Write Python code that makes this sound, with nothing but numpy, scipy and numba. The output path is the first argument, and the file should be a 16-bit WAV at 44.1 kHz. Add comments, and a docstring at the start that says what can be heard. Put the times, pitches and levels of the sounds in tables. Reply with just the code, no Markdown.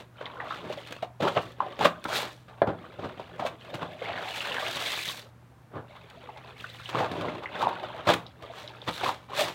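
"""Hand washing in a concrete tub

Clothes are dunked, lifted and wrung out by hand in a concrete laundry tub in the corner of a small room.
Strokes, slaps, gushes and a wrung-out pour drive four layers of ringing bubbles and filtered-noise froth.
Gliding sines make the plops of air pockets and the runs of glugs; bursts of noise make the drops that tick.
The tub and bare walls ring briefly through synthetic echoes, over noise for room air and a faint low hum."""
import sys
import numpy as np
from scipy import signal
from scipy.fft import rfft, irfft, next_fast_len
from scipy.io import wavfile
from scipy.ndimage import uniform_filter1d
from numba import njit

SR = 44100
rng = np.random.default_rng(int(sys.argv[2]) if len(sys.argv) > 2 else 0)


def unload_wav(signal):
    """Save mono or channel-first audio to the path in sys.argv[1] as 16-bit WAV at rate SR, clipped to [-1, 1]."""
    wavfile.write(
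        sys.argv[1],
        SR,
        np.round(np.clip(np.atleast_2d(signal).T, -1, 1) * 32767).astype(np.int16),
    )


N = 420713
T = np.arange(N) / SR  # time [s]

# Every movement has a level (that of its gurgle), a depth and a brightness.
# Depth adds heave and frees larger bubbles; brightness adds patter and spray.

# hands work the cloth through the water:
# (start [s], end [s], level [dB], depth [dB], brightness [dB], growth from start to end [dB])
STROKES = [(0.133, 0.472, -44.5, -3.5, -6, 4.5), (0.443, 0.592, -40, -2, 2, -4),
           (0.63, 0.986, -47, -6, 6, -3.5), (1.29, 1.525, -55.5, 16.5, 19.5, -12.5),
           (1.557, 1.762, -43, 0.5, -2.5, -4.5), (2.068, 2.27, -29.5, -10, -8, -4),
           (2.484, 2.61, -50, -5, -12, 5), (2.737, 3.53, -47.5, 3, -3.5, 2.5),
           (3.573, 4.066, -49, 3.5, 3.5, -1.5), (5.852, 6.522, -48.5, -4.5, -2.5, 4),
           (6.54, 6.94, -53.5, 1.5, 14, 0.5), (7.044, 7.395, -42, 4, -2, 1.5),
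           (7.426, 7.556, -48, 0, -3.5, 27), (7.507, 8.062, -36, -7.5, -7.5, -5),
           (8.382, 8.924, -47, -3.5, -4, -6), (8.956, 9.084, -32.5, -11, -7, -10),
           (9.28, 9.486, -33.5, -7.5, -8, 1)]
# wet cloth slaps the water: (crest time [s], fall time [s], level [dB], depth [dB], brightness [dB])
SLAPS = [(0.211, 0.022, -33.5, -3.5, -6), (0.403, 0.031, -31, -18, -21), (0.873, 0.0072, -44, -4, 14),
         (0.908, 0.0096, -42, 10, 8), (0.924, 0.0052, -30, -1.5, 7.5), (0.965, 0.0037, -34, 3, 3),
         (1.026, 0.013, -29, -1, 0.5), (1.206, 0.028, -31, 4.5, -1), (1.226, 0.039, -20.5, -1, -4),
         (1.252, 0.0037, -17, -9, -10), (1.284, 0.003, -29, -8, 11), (1.362, .007, -22, -8, -18),
         (1.792, 0.0044, -31.5, 1, 6), (2.042, 0.006, -49, -20, 23.5), (2.055, 0.0067, -23, -1.5, -8),
         (2.486, 0.02, -41, -16, -4), (2.619, 0.0029, -14, 2, -21), (2.631, 0.015, -30.5, 8.5, -26),
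         (2.673, .003, -35, -5, 3.5), (2.676, 0.035, -27, 8.5, -15), (3.199, 0.023, -38, 3, -2),
         (3.399, 0.047, -30.5, -1, -4.5), (3.742, 0.017, -31, 4, 5), (4.408, .008, -35, -10, 5),
         (4.758, 0.01, -41, 11, 20.5), (5.077, 0.0054, -39, 4, 19), (5.732, 0.012, -51, -4, -22),
         (6.1, 0.0046, -60, -10, 25), (6.374, 0.0081, -38.5, -13, -1), (6.891, 0.012, -30, -15, 5),
         (6.948, 0.004, -21, 1, -8), (7.116, .006, -31.5, 16, 6.5), (7.211, .006, -36, -2, 8),
         (7.997, .007, -30.5, -6, -16), (8.076, 0.035, -17.5, 1.5, -0.5), (8.425, 0.011, -43.5, 12, 7),
         (9.037, 0.05, -25.5, -8, 4.5)]
# water gushes from the folds: (crest time [s], fall time [s], level [dB], depth [dB], brightness [dB])
GUSHES = [(0.004, 0.022, -46, 7.5, 8), (0.655, 0.061, -40.5, 7.5, -2.5), (0.73, 0.009, -32, -5, 3),
          (1.281, 0.017, -22, -4, -2.5), (1.375, 0.015, -19, -2, -9.5), (1.827, 0.025, -21.5, 1, -0.5),
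          (1.856, 0.01, -10, -5, 1), (2.165, 0.056, -38.5, -13, 23.5), (2.995, 0.008, -34.5, 8.5, -8),
          (3.046, 0.026, -32.5, 6.5, -5.5), (3.468, 0.013, -29.5, -3, 5), (3.83, 0.022, -30, -0.5, -7),
          (5.772, 0.031, -33.5, 4, -17.5), (6.962, 0.036, -27.5, -4, -6), (7.0, 0.03, -23, -1.5, -4),
          (7.048, 0.026, -27, -0.5, -7.5), (7.19, 0.081, -34.5, 5, -2.5), (7.27, 0.057, -32, 5, -11),
          (7.438, 0.013, -34, -10, -3), (7.622, 0.027, -26.5, -5, 0), (7.66, 0.12, -39.5, 4, -15),
          (8.102, 0.024, -16, -11.5, 1), (8.139, 0.0041, -20, -3, 8), (8.6, 0.069, -46, -3.5, 11),
          (8.887, 0.012, -23, -2, -0.5), (8.97, 0.089, -48.5, -6, 20.5), (9.08, 0.017, -34.5, 1, 13),
          (9.409, 0.045, -31, -3.5, 17.5), (9.485, 0.013, -32, -13, 4)]
# the garment is wrung and its water pours into the tub, before lumps and drops break up the stream:
# (time [s], gurgle level [dB], patter level [dB], spray level [dB])
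POUR = [(4.051, -41, -45, -58), (4.084, -32, -39.5, -58), (4.174, -34.5, -41.5, -54.5),
        (4.376, -43.5, -41.5, -46.5), (4.492, -33, -37.5, -46.5), (5.062, -42.5, -37.5, -38.5),
        (5.178, -44.5, -45.5, -44.5), (5.264, -53, -69, -66), (5.3, -73, -80, -69)]
# what sloshes on after a splash, against the splash: (heave [dB], gurgle [dB], patter [dB], spray [dB])
WAKE_SHARES = (-18, -25, -26, -26)
# bubble size classes, large to small; each bubble scales the cycles at random, a negative spread makes some weaker:
# (lowest pitch [Hz], highest pitch [Hz], cycles to the crest before scaling, size spread [dB],
#  level at which half the power merges into froth [dB])
CLOUDS = [(78.8, 360.5, 1.42, -1, -50), (345.8, 1620, 1.08, 5, -32), (1548, 4730, 1.9, 3.5, -36.5),
          (4680, 19000, 0.96, 7, -63)]
# bubbles in each size class: (heave [count], gurgle [count], patter [count], spray [count])
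CLOUD_COUNTS = (1500, 5000, 12000, 4000)
# colour of the churning water: (frequency [Hz], relative density [dB per Hz])
WATER_COLOUR = [(45, -16), (100, 2.5), (170, -5), (300, -1), (580, 5), (900, -3), (1900, -13),
                (3600, -13.5), (5200, -33), (8300, -41), (10000, -46.5), (15500, -48)]
# single air pockets and drips: (start [s], peak level before the common trim [dB], starting pitch [Hz])
PLOPS = [(0.257, -26.5, 3420), (0.262, -32.5, 2030), (0.402, -26, 1840), (0.434, -39, 754),
         (0.508, -24.5, 1270), (0.521, -25, 1240), (0.543, -43, 3320), (0.701, -26.5, 573),
         (0.772, -33, 557), (1.028, -19, 673), (1.251, -20, 380), (1.269, -18.5, 860), (1.368, -14, 717),
         (1.374, -20, 2750), (1.604, -12.5, 1014), (1.809, -16, 810), (2.051, -24.5, 1300),
         (2.618, -5.5, 652), (2.619, -34.5, 3250), (2.62, -21, 1580), (2.673, -19, 835), (2.712, -41, 1520),
         (3.422, -23.5, 714), (3.45, -21.5, 630), (4.017, -26.5, 510), (4.022, -32, 2100),
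         (4.057, -28, 2120), (4.094, -29, 653), (4.406, -19.5, 2720), (4.519, -22, 2750),
         (4.567, -21, 1700), (4.583, -21, 1560), (4.624, -31, 1220), (4.665, -22, 2850), (4.859, -21, 3260),
         (5.088, -18.5, 3620), (6.289, -33, 858), (6.386, -46, 2100), (6.563, -46, 2170),
         (6.601, -37.5, 2760), (6.642, -26.5, 1450), (6.699, -36, 3800), (6.798, -38, 1340),
         (6.858, -27.5, 2910), (7.245, -27, 980), (7.284, -29, 2020), (7.458, -23.5, 2000),
         (7.626, -15, 900), (7.637, -18, 810), (7.67, -13, 890), (7.813, -41, 800), (7.837, -27, 690),
         (8.265, -36, 3760), (8.424, -43, 480), (8.499, -34.5, 670), (8.677, -29.5, 3760),
         (8.817, -33, 3510), (9.034, -20, 733), (9.091, -17, 960), (9.412, -19, 596)]
# trapped air escapes in runs of like-sized bubbles:
# (start [s], end [s], level [dB], first pitch [Hz], last pitch [Hz])
GLUGS = [(0.211, 0.56, -46.5, 970, 1205), (1.612, 1.673, -40, 900, 626), (3.661, 4.01, -47, 600, 618),
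         (4.06, 4.356, -45, 723, 750), (4.073, 4.213, -45, 2030, 1480), (4.296, 4.535, -45.5, 2930, 2700),
         (4.413, 4.705, -44.5, 1570, 1560), (4.471, 4.705, -44.5, 916, 590),
         (4.744, 5.098, -41.5, 3620, 3330), (4.872, 5.03, -41.5, 1810, 2630),
         (6.991, 7.056, -30.5, 563, 790), (7.13, 7.377, -47.5, 290, 324), (7.419, 7.466, -44, 1060, 820),
         (7.598, 7.712, -33.5, 1090, 890), (8.918, 9.108, -45, 3780, 3670),
         (9.052, 9.106, -32.5, 1090, 1070), (9.385, 9.431, -28.5, 577, 656)]
# resonances of the tub and its corner, before the common trim: (frequency [Hz], T60 [s], level [dB])
TUB_MODES = [(113, 0.48, -5), (170.4, 0.29, 11), (245.5, 0.53, -1.5), (603, 0.13, -3), (786, 0.19, 1.5)]
# first echoes from tub and walls, before they are dulled: (delay [s], gain against the direct sound [ratio])
ECHOES = [(0.0111, -0.15), (0.016, 0.2)]
# room decay: (frequency [Hz], T60 [s])
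ROOM_T60 = [(100, 0.57), (300, 0.21), (800, 0.33), (2500, 0.13), (12000, 0.27)]
# colour of the still room air: (frequency [Hz], relative density [dB per Hz])
AIR_COLOUR = [(25, -27), (45, -15), (70, -2.5), (120, -6.5), (170, -7), (400, -20), (1200, -18.5),
              (5000, -37.5), (15500, -43.5)]

# movements
HEAVE_DB, PATTER_DB, SPRAY_DB = -9.5, -10.5, -18  # against the gurgle, at depth and brightness 0
PATTER_PER_BRIGHT = 0.69  # dB of patter per dB of brightness
STROKE_ATTACK_S, STROKE_RELEASE_S = 0.055, 0.027
GRIP_SHARE = 0.45  # share of a stroke's power that comes in jerks, as wet folds stick and peel apart
TRICKLE_DB = 3.5  # extra stroke patter from water running off the cloth
SLAP_RISE, GUSH_RISE = 0.15, 0.9  # rise time over fall time
RISE_POWER = 1.45  # above 1, a splash breaks out of the quiet with no long run-up
WAKE_S = 0.085  # time constant of the sloshing
POUR_HEAVE_DB = -15.5  # against the pour's gurgle
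POUR_ONSET_S = 0.13  # the stream builds up this long before its curve starts
LUMP_DB, LUMP_COUNT = 1, 260  # unevenness of the stream; wander points over the whole scene
# bubbles
LARGE_DB, LARGE_PER_DEPTH = -7, 0.5  # large over small gurgle bubbles at depth 0; dB more per dB of depth
GURGLE_SPLIT_HZ = 800  # large gurgle bubbles lie below
MIST_HZ, MIST_PER_BRIGHT = 8600, 0.29  # edge of the finest mist; dB more above it per dB of brightness
# small, gentle plops ring for more cycles than large, violent ones
PLOP_CYCLES = 0.72  # cycles to the crest at 1 kHz and 0 dB
RING_PITCH_POWER, RING_DOUBLES_DB = 0.15, 17  # cycles grow with this power of pitch; double per step weaker
TEAR_DB, TEAR_CYCLES = -12, 1  # the snap of the surface as a plop breaks it
# smaller bubbles that each plop sheds: level, mean delay, pitch scatter, count
SATELLITE_DB, SATELLITE_LAG_S, SATELLITE_OCTAVES, SATELLITE_COUNT = -8, 0.014, 0.25, 10
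GLUG_PER_S, GLUG_CYCLES = 170, 2.17  # bubble rate; cycles to the crest
GLUG_OCTAVES, GLUG_SPREAD_DB, GLUG_COUNT = 0.13, 3, 100  # scatter of pitch and of size; most bubbles in a run
# room and output
ECHO_TOP_HZ = 1740
AIR_DB, HUM_DB, HUM_HZ = -58, -56.5, 120.5  # rms levels; centre pitch of the hum
TOP_HZ = 15850


def undb(db):
    """Decibels to gain."""
    return 10 ** (np.asarray(db) / 20)


def unit(x):
    """Scale to rms 1."""
    return x / np.sqrt(np.mean(x ** 2))


def colour(x, points=None, lo_hz=1, hi_hz=SR):
    """Shape by a (Hz, dB) spectrum between steep band edges."""
    size = next_fast_len(len(x), True)
    hz = np.maximum(np.arange(size // 2 + 1) * SR / size, 1)
    gain = 1 / np.sqrt((1 + (lo_hz / hz) ** 10) * (1 + (hz / hi_hz) ** 10))
    if points is not None:
        knots, db = np.transpose(points)
        gain = gain * undb(np.interp(np.log(hz), np.log(knots), db))
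    return irfft(rfft(x, size) * gain, size)[:len(x)]


def walk(count):
    """Random wander in straight lines through count random points."""
    return np.interp(T, np.linspace(0, T[-1], count), 1.064 * rng.standard_normal(count))


def shots(spread_db, decay_s, count):
    """Envelope of random tiny impacts that start at once and die away; rms 1."""
    when, luck = rng.random((count, 2)).T
    size = undb(spread_db * np.minimum(-np.log(1 - luck), 2.7))
    power = np.bincount((when * N).astype(int), size ** 2, N)
    decay = np.exp(-2 / (decay_s * SR))
    return unit(np.sqrt(signal.lfilter([1], [1, -decay], power + 1e-18)))


@njit
def bubbles(start, hz, cycles, size, glide):
    """Sines that swell and die away; a glide raises the pitch as each bubble nears the surface."""
    out = np.zeros(N)
    for k in range(len(start)):
        first = int(start[k] * SR)
        life = cycles[k] * SR / hz[k]  # samples to the crest
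        phase = 0.
        for i in range(min(int(8 * life), N - first)):
            age = i / life
            phase += hz[k] * (1 + glide * age) / SR
            out[first + i] += size[k] * age * np.exp(1 - age) * np.sin(2 * np.pi * phase)
    return out


def movement_power(db, depth_db, bright_db):
    """Power that one movement puts into heave, gurgle, patter and spray, as a column."""
    heave_db = HEAVE_DB + depth_db
    patter_db = PATTER_DB + PATTER_PER_BRIGHT * bright_db
    spray_db = SPRAY_DB + bright_db
    return undb(db + np.array([heave_db, 0, patter_db, spray_db]))[:, None] ** 2


def strokes():
    """Power of the hand strokes: each sets in, grows or fades in jerks, and settles."""
    power = np.zeros((4, N))
    for start, end, *movement, growth_db in STROKES:
        near = slice(*np.searchsorted(T, [start, end + 6 * STROKE_RELEASE_S]))
        t = T[near]
        attack = np.minimum((t - start) / STROKE_ATTACK_S, 1)
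        release = np.exp(-np.maximum(t - end, 0) / STROKE_RELEASE_S)
        swell = undb(growth_db * np.interp(t, [start, end], [-.5, .5]))
        power[:, near] += movement_power(*movement) * (attack * release * swell) ** 2
    power[2] *= undb(TRICKLE_DB) ** 2
    jerks = shots(spread_db=2.5, decay_s=0.013, count=900) ** 2
    power[1:] *= 1 - GRIP_SHARE + GRIP_SHARE * jerks
    return power


def splashes(table, rise_share):
    """Power of slaps or gushes: each swells to its crest and collapses."""
    power = np.zeros((4, N))
    for crest, fall, *movement in table:
        rise = rise_share * fall
        near = slice(*np.searchsorted(T, [crest - 6 * rise, crest + 6 * fall]))
        t = T[near] - crest
        drop = np.where(t < 0, np.abs(t / rise) ** RISE_POWER, t / fall)
        power[:, near] += movement_power(*movement) * np.exp(-2 * drop)
    return power


def pour():
    """Power of the wrung-out stream: lumpy gurgle at first, thinning into spray."""
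    when, gurgle, patter, spray = np.transpose(POUR)
    near = slice(*np.searchsorted(T, [when[0] - POUR_ONSET_S, when[-1]]))
    power = np.zeros((4, N))
    for layer, db in enumerate((gurgle + POUR_HEAVE_DB, gurgle, patter, spray)):
        power[layer, near] = undb(np.interp(T[near], when, db)) ** 2
    power[:2] *= undb(LUMP_DB * walk(LUMP_COUNT)) ** 2
    # the stream breaks into drops that land one by one
    power[1:] *= shots(spread_db=-2.0, decay_s=0.017, count=3000) ** 2
    onset = np.clip((T - when[0]) / POUR_ONSET_S + 1, 0, 1) ** 4
    return power * onset


def wake(splash):
    """Power of the sloshing that every splash leaves behind, weakest in patter and spray."""
    keep = np.exp(-1 / (WAKE_S * SR))
    slosh = signal.lfilter([1 - keep], [1, -keep], splash + 1e-18)
    return undb(WAKE_SHARES)[:, None] ** 2 * slosh


def churn(response, flow, splash, crackle_db, splash_bubbles_db):
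    """Four layers from deep heave to fine spray; the harder bubbles are driven, the more they merge into froth."""
    # the water film tears in all sizes at once
    burst = np.hypot(1, undb(crackle_db) * shots(spread_db=4, decay_s=0.002, count=2800))
    layers = []
    for layer, (lo_hz, hi_hz, cycles, spread_db, merge_db) in enumerate(CLOUDS):
        grains = cloud(lo_hz, hi_hz, cycles, spread_db, CLOUD_COUNTS[layer])
        froth = colour(rng.standard_normal(N) * burst, WATER_COLOUR, lo_hz, hi_hz)
        # equal levels as heard in the room
        grains = grains / np.std(signal.oaconvolve(grains, response))
        froth = froth / np.std(signal.oaconvolve(froth, response))
        running, gush = np.sqrt(flow[layer]), splash[layer]  # amplitude and power
        merged = running / (running + undb(merge_db))
        # in a splash no single bubble stands far above the rest
        crowded = 1 / (1 + uniform_filter1d(grains ** 2, size=220) / 2)
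        splash_grains = crowded * gush * undb(splash_bubbles_db) ** 2
        separate = grains * np.sqrt(running ** 2 * (1 - merged) + splash_grains)
        layers.append(separate + froth * np.sqrt(running ** 2 * merged + gush))
    heave, gurgle, patter, spray = layers
    levels = 10 * np.log10(flow + splash)
    depth_db = levels[0] - levels[1] - HEAVE_DB
    bright_db = levels[3] - levels[1] - SPRAY_DB
    return heave + deepen(gurgle, depth_db) + patter + atomise(spray, bright_db)


def cloud(lo_hz, hi_hz, cycles, spread_db, count):
    """Separate bubbles of one size class, scattered in time, pitch, ring and strength."""
    when, pitch, ring, luck = rng.random((count, 4)).T
    hz = lo_hz * (hi_hz / lo_hz) ** pitch
    scatter = undb(spread_db * np.minimum(-np.log(1 - luck), 3.7))
    size = hz * scatter  # amplitude grows with pitch: even power per Hz
    return colour(bubbles(when * T[-1], hz, cycles * (0.075 + 2.85 * ring), size, 0.012), WATER_COLOUR)


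def deepen(gurgle, depth_db):
    """Deep movements shift the gurgle towards larger bubbles, at roughly constant power."""
    large = colour(gurgle, None, 0.63, GURGLE_SPLIT_HZ)
    ratio = undb(LARGE_DB + LARGE_PER_DEPTH * depth_db)
    return (ratio * large + gurgle - large) * np.sqrt(2 / (1 + ratio ** 2))


def atomise(spray, bright_db):
    """Bright movements tear the spray finer, lifting its highest band."""
    mist = colour(spray, None, MIST_HZ)
    return spray + (undb(MIST_PER_BRIGHT * bright_db) - 1) * mist


def plops(db, glide):
    """Air pockets and drips: the surface snaps, one bubble rings, and smaller ones scatter after it."""
    start, peak_db, hz = np.array(PLOPS, float).T.copy()
    pitch_factor = (hz / 1000) ** RING_PITCH_POWER
    cycles = PLOP_CYCLES * pitch_factor * 2 ** (-peak_db / RING_DOUBLES_DB)
    size = undb(peak_db + db)
    ring = bubbles(start, hz, cycles, size, glide)
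    snap = bubbles(start, hz, np.full(len(hz), TEAR_CYCLES), size * undb(TEAR_DB), 0.)
    out = ring + snap
    for late, detune in rng.random((len(PLOPS), SATELLITE_COUNT, 2)).transpose(1, 2, 0):
        lag = -np.log(1 - late)
        pitch = hz * 2 ** (SATELLITE_OCTAVES * np.sqrt(12) * (detune - .5))
        shed_size = size * undb(SATELLITE_DB) * np.exp(-lag / 2)
        out += bubbles(start + SATELLITE_LAG_S * lag, pitch, cycles / 2, shed_size, glide)
    return out


def glugs(glide):
    """Runs of bubbles pinch off at uneven intervals; their pitch drifts as the air pocket changes size."""
    out = np.zeros(N)
    for start, end, db, first_hz, last_hz in GLUGS:
        gap, detune, luck = rng.standard_normal((GLUG_COUNT, 3)).T
        when = start + np.cumsum(np.abs(gap)) * np.sqrt(np.pi / 2) / GLUG_PER_S
        hz = np.interp(when, [start, end], [first_hz, last_hz]) * 2 ** (GLUG_OCTAVES * detune)
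        scatter = unit(undb(GLUG_SPREAD_DB * luck))
        # shorter bubbles overlap less, so each is made stronger
        size = undb(db) * scatter * np.sqrt(hz / (GLUG_PER_S * GLUG_CYCLES))
        live = when < end
        out += bubbles(when[live], hz[live], np.full(live.sum(), GLUG_CYCLES), size[live], glide)
    return out


def ticks(patter_power, db, lo_hz, masked_db):
    """Stray drops tick on water and concrete; their level follows the patter up to a ceiling, so a pour swallows them."""
    patter = np.minimum(np.sqrt(patter_power), undb(masked_db))
    noise = colour(rng.standard_normal(N), WATER_COLOUR, lo_hz)
    impacts = noise * shots(spread_db=3.5, decay_s=0.009, count=200)
    return unit(impacts) * patter * undb(db)


def moving(water, responses):
    """The splashing wanders round the tub, and every spot has its own pattern of echoes."""
    spot = np.cumsum(np.abs(walk(count=30))) / SR * 14
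    heard = 0
    for k, response in enumerate(responses):
        # crossfade between neighbouring spots
        share = np.maximum(1 - np.abs((spot - k) % len(responses) - 1), 0)
        heard = heard + signal.oaconvolve(water * share, response)[:N]
    return heard


def room(tail_db, tub_db):
    """Impulse response: direct sound, dull first echoes, ringing tub and a short diffuse tail; energy 1."""
    t = T[:SR // 2]
    response = np.zeros(len(t))
    for delay, gain in ECHOES:
        response[int(delay * SR)] += gain
    response = signal.sosfilt(signal.butter(1, ECHO_TOP_HZ, fs=SR, output="sos"), response)
    response[0] = 1  # direct sound
    for hz, t60, db in TUB_MODES:
        damping = np.log(1000) / t60
        ring = np.exp(-damping * t) * np.cos(2 * np.pi * hz * t)
        response += undb(db + tub_db) * 2 * damping / SR * ring
    knots, t60s = np.transpose(ROOM_T60)
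    for hz in 45 * 2. ** np.arange(9):  # octave bands of the tail
        damping = np.log(1000) / np.interp(np.log(hz), np.log(knots), t60s)
        band = colour(rng.standard_normal(len(t)), None, hz, 2 * hz)
        decay = np.exp(-damping * t) * np.minimum(t / 0.0064, 1)
        response += undb(tail_db) * np.sqrt(2 * damping / SR) * band * decay
    return response / np.sqrt(np.sum(response ** 2))


def background():
    """Coloured noise for still room air, and a low sine hum that wavers in pitch and level."""
    air = undb(AIR_DB) * unit(colour(rng.standard_normal(N), AIR_COLOUR))
    phase = 2 * np.pi * np.cumsum(HUM_HZ + 2.19 * walk(count=70)) / SR
    swell = undb(2.7 * walk(count=45))
    return air + undb(HUM_DB) * unit(np.sin(phase) * swell)


def scene():
    """The water, never quite still, heard through tub and room over the background."""
    responses = [room(tail_db=-8.5, tub_db=-2.5) for _ in range(5)]
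    splash = splashes(SLAPS, SLAP_RISE) + splashes(GUSHES, GUSH_RISE)
    unrest = movement_power(db=-67.0, depth_db=10.5, bright_db=-20.0)
    flow = strokes() + pour() + wake(splash) + unrest
    water = churn(responses[0], flow, splash, crackle_db=-0.5, splash_bubbles_db=-4.5)
    water = water + plops(db=-1.8, glide=0.012) + glugs(glide=0.02)
    water = water + ticks(flow[2], db=-4.5, lo_hz=860, masked_db=-43.0)
    # a small pool radiates no deep bass
    water = signal.sosfilt(signal.butter(3, 80, "high", fs=SR, output="sos"), water)
    return (moving(water, responses) + background())[None]


def record(dry):
    """Thin the deepest bass, round the loudest peaks by soft saturation and cut the top steeply."""
    thin = signal.sosfilt(signal.butter(2, 35, "high", fs=SR, output="sos"), dry)
    rounded = .55 * np.tanh(thin / .55)
    return signal.sosfilt(signal.ellip(10, .2, 70, TOP_HZ, fs=SR, output="sos"), rounded)


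dry = scene()
out = record(dry)
unload_wav(out)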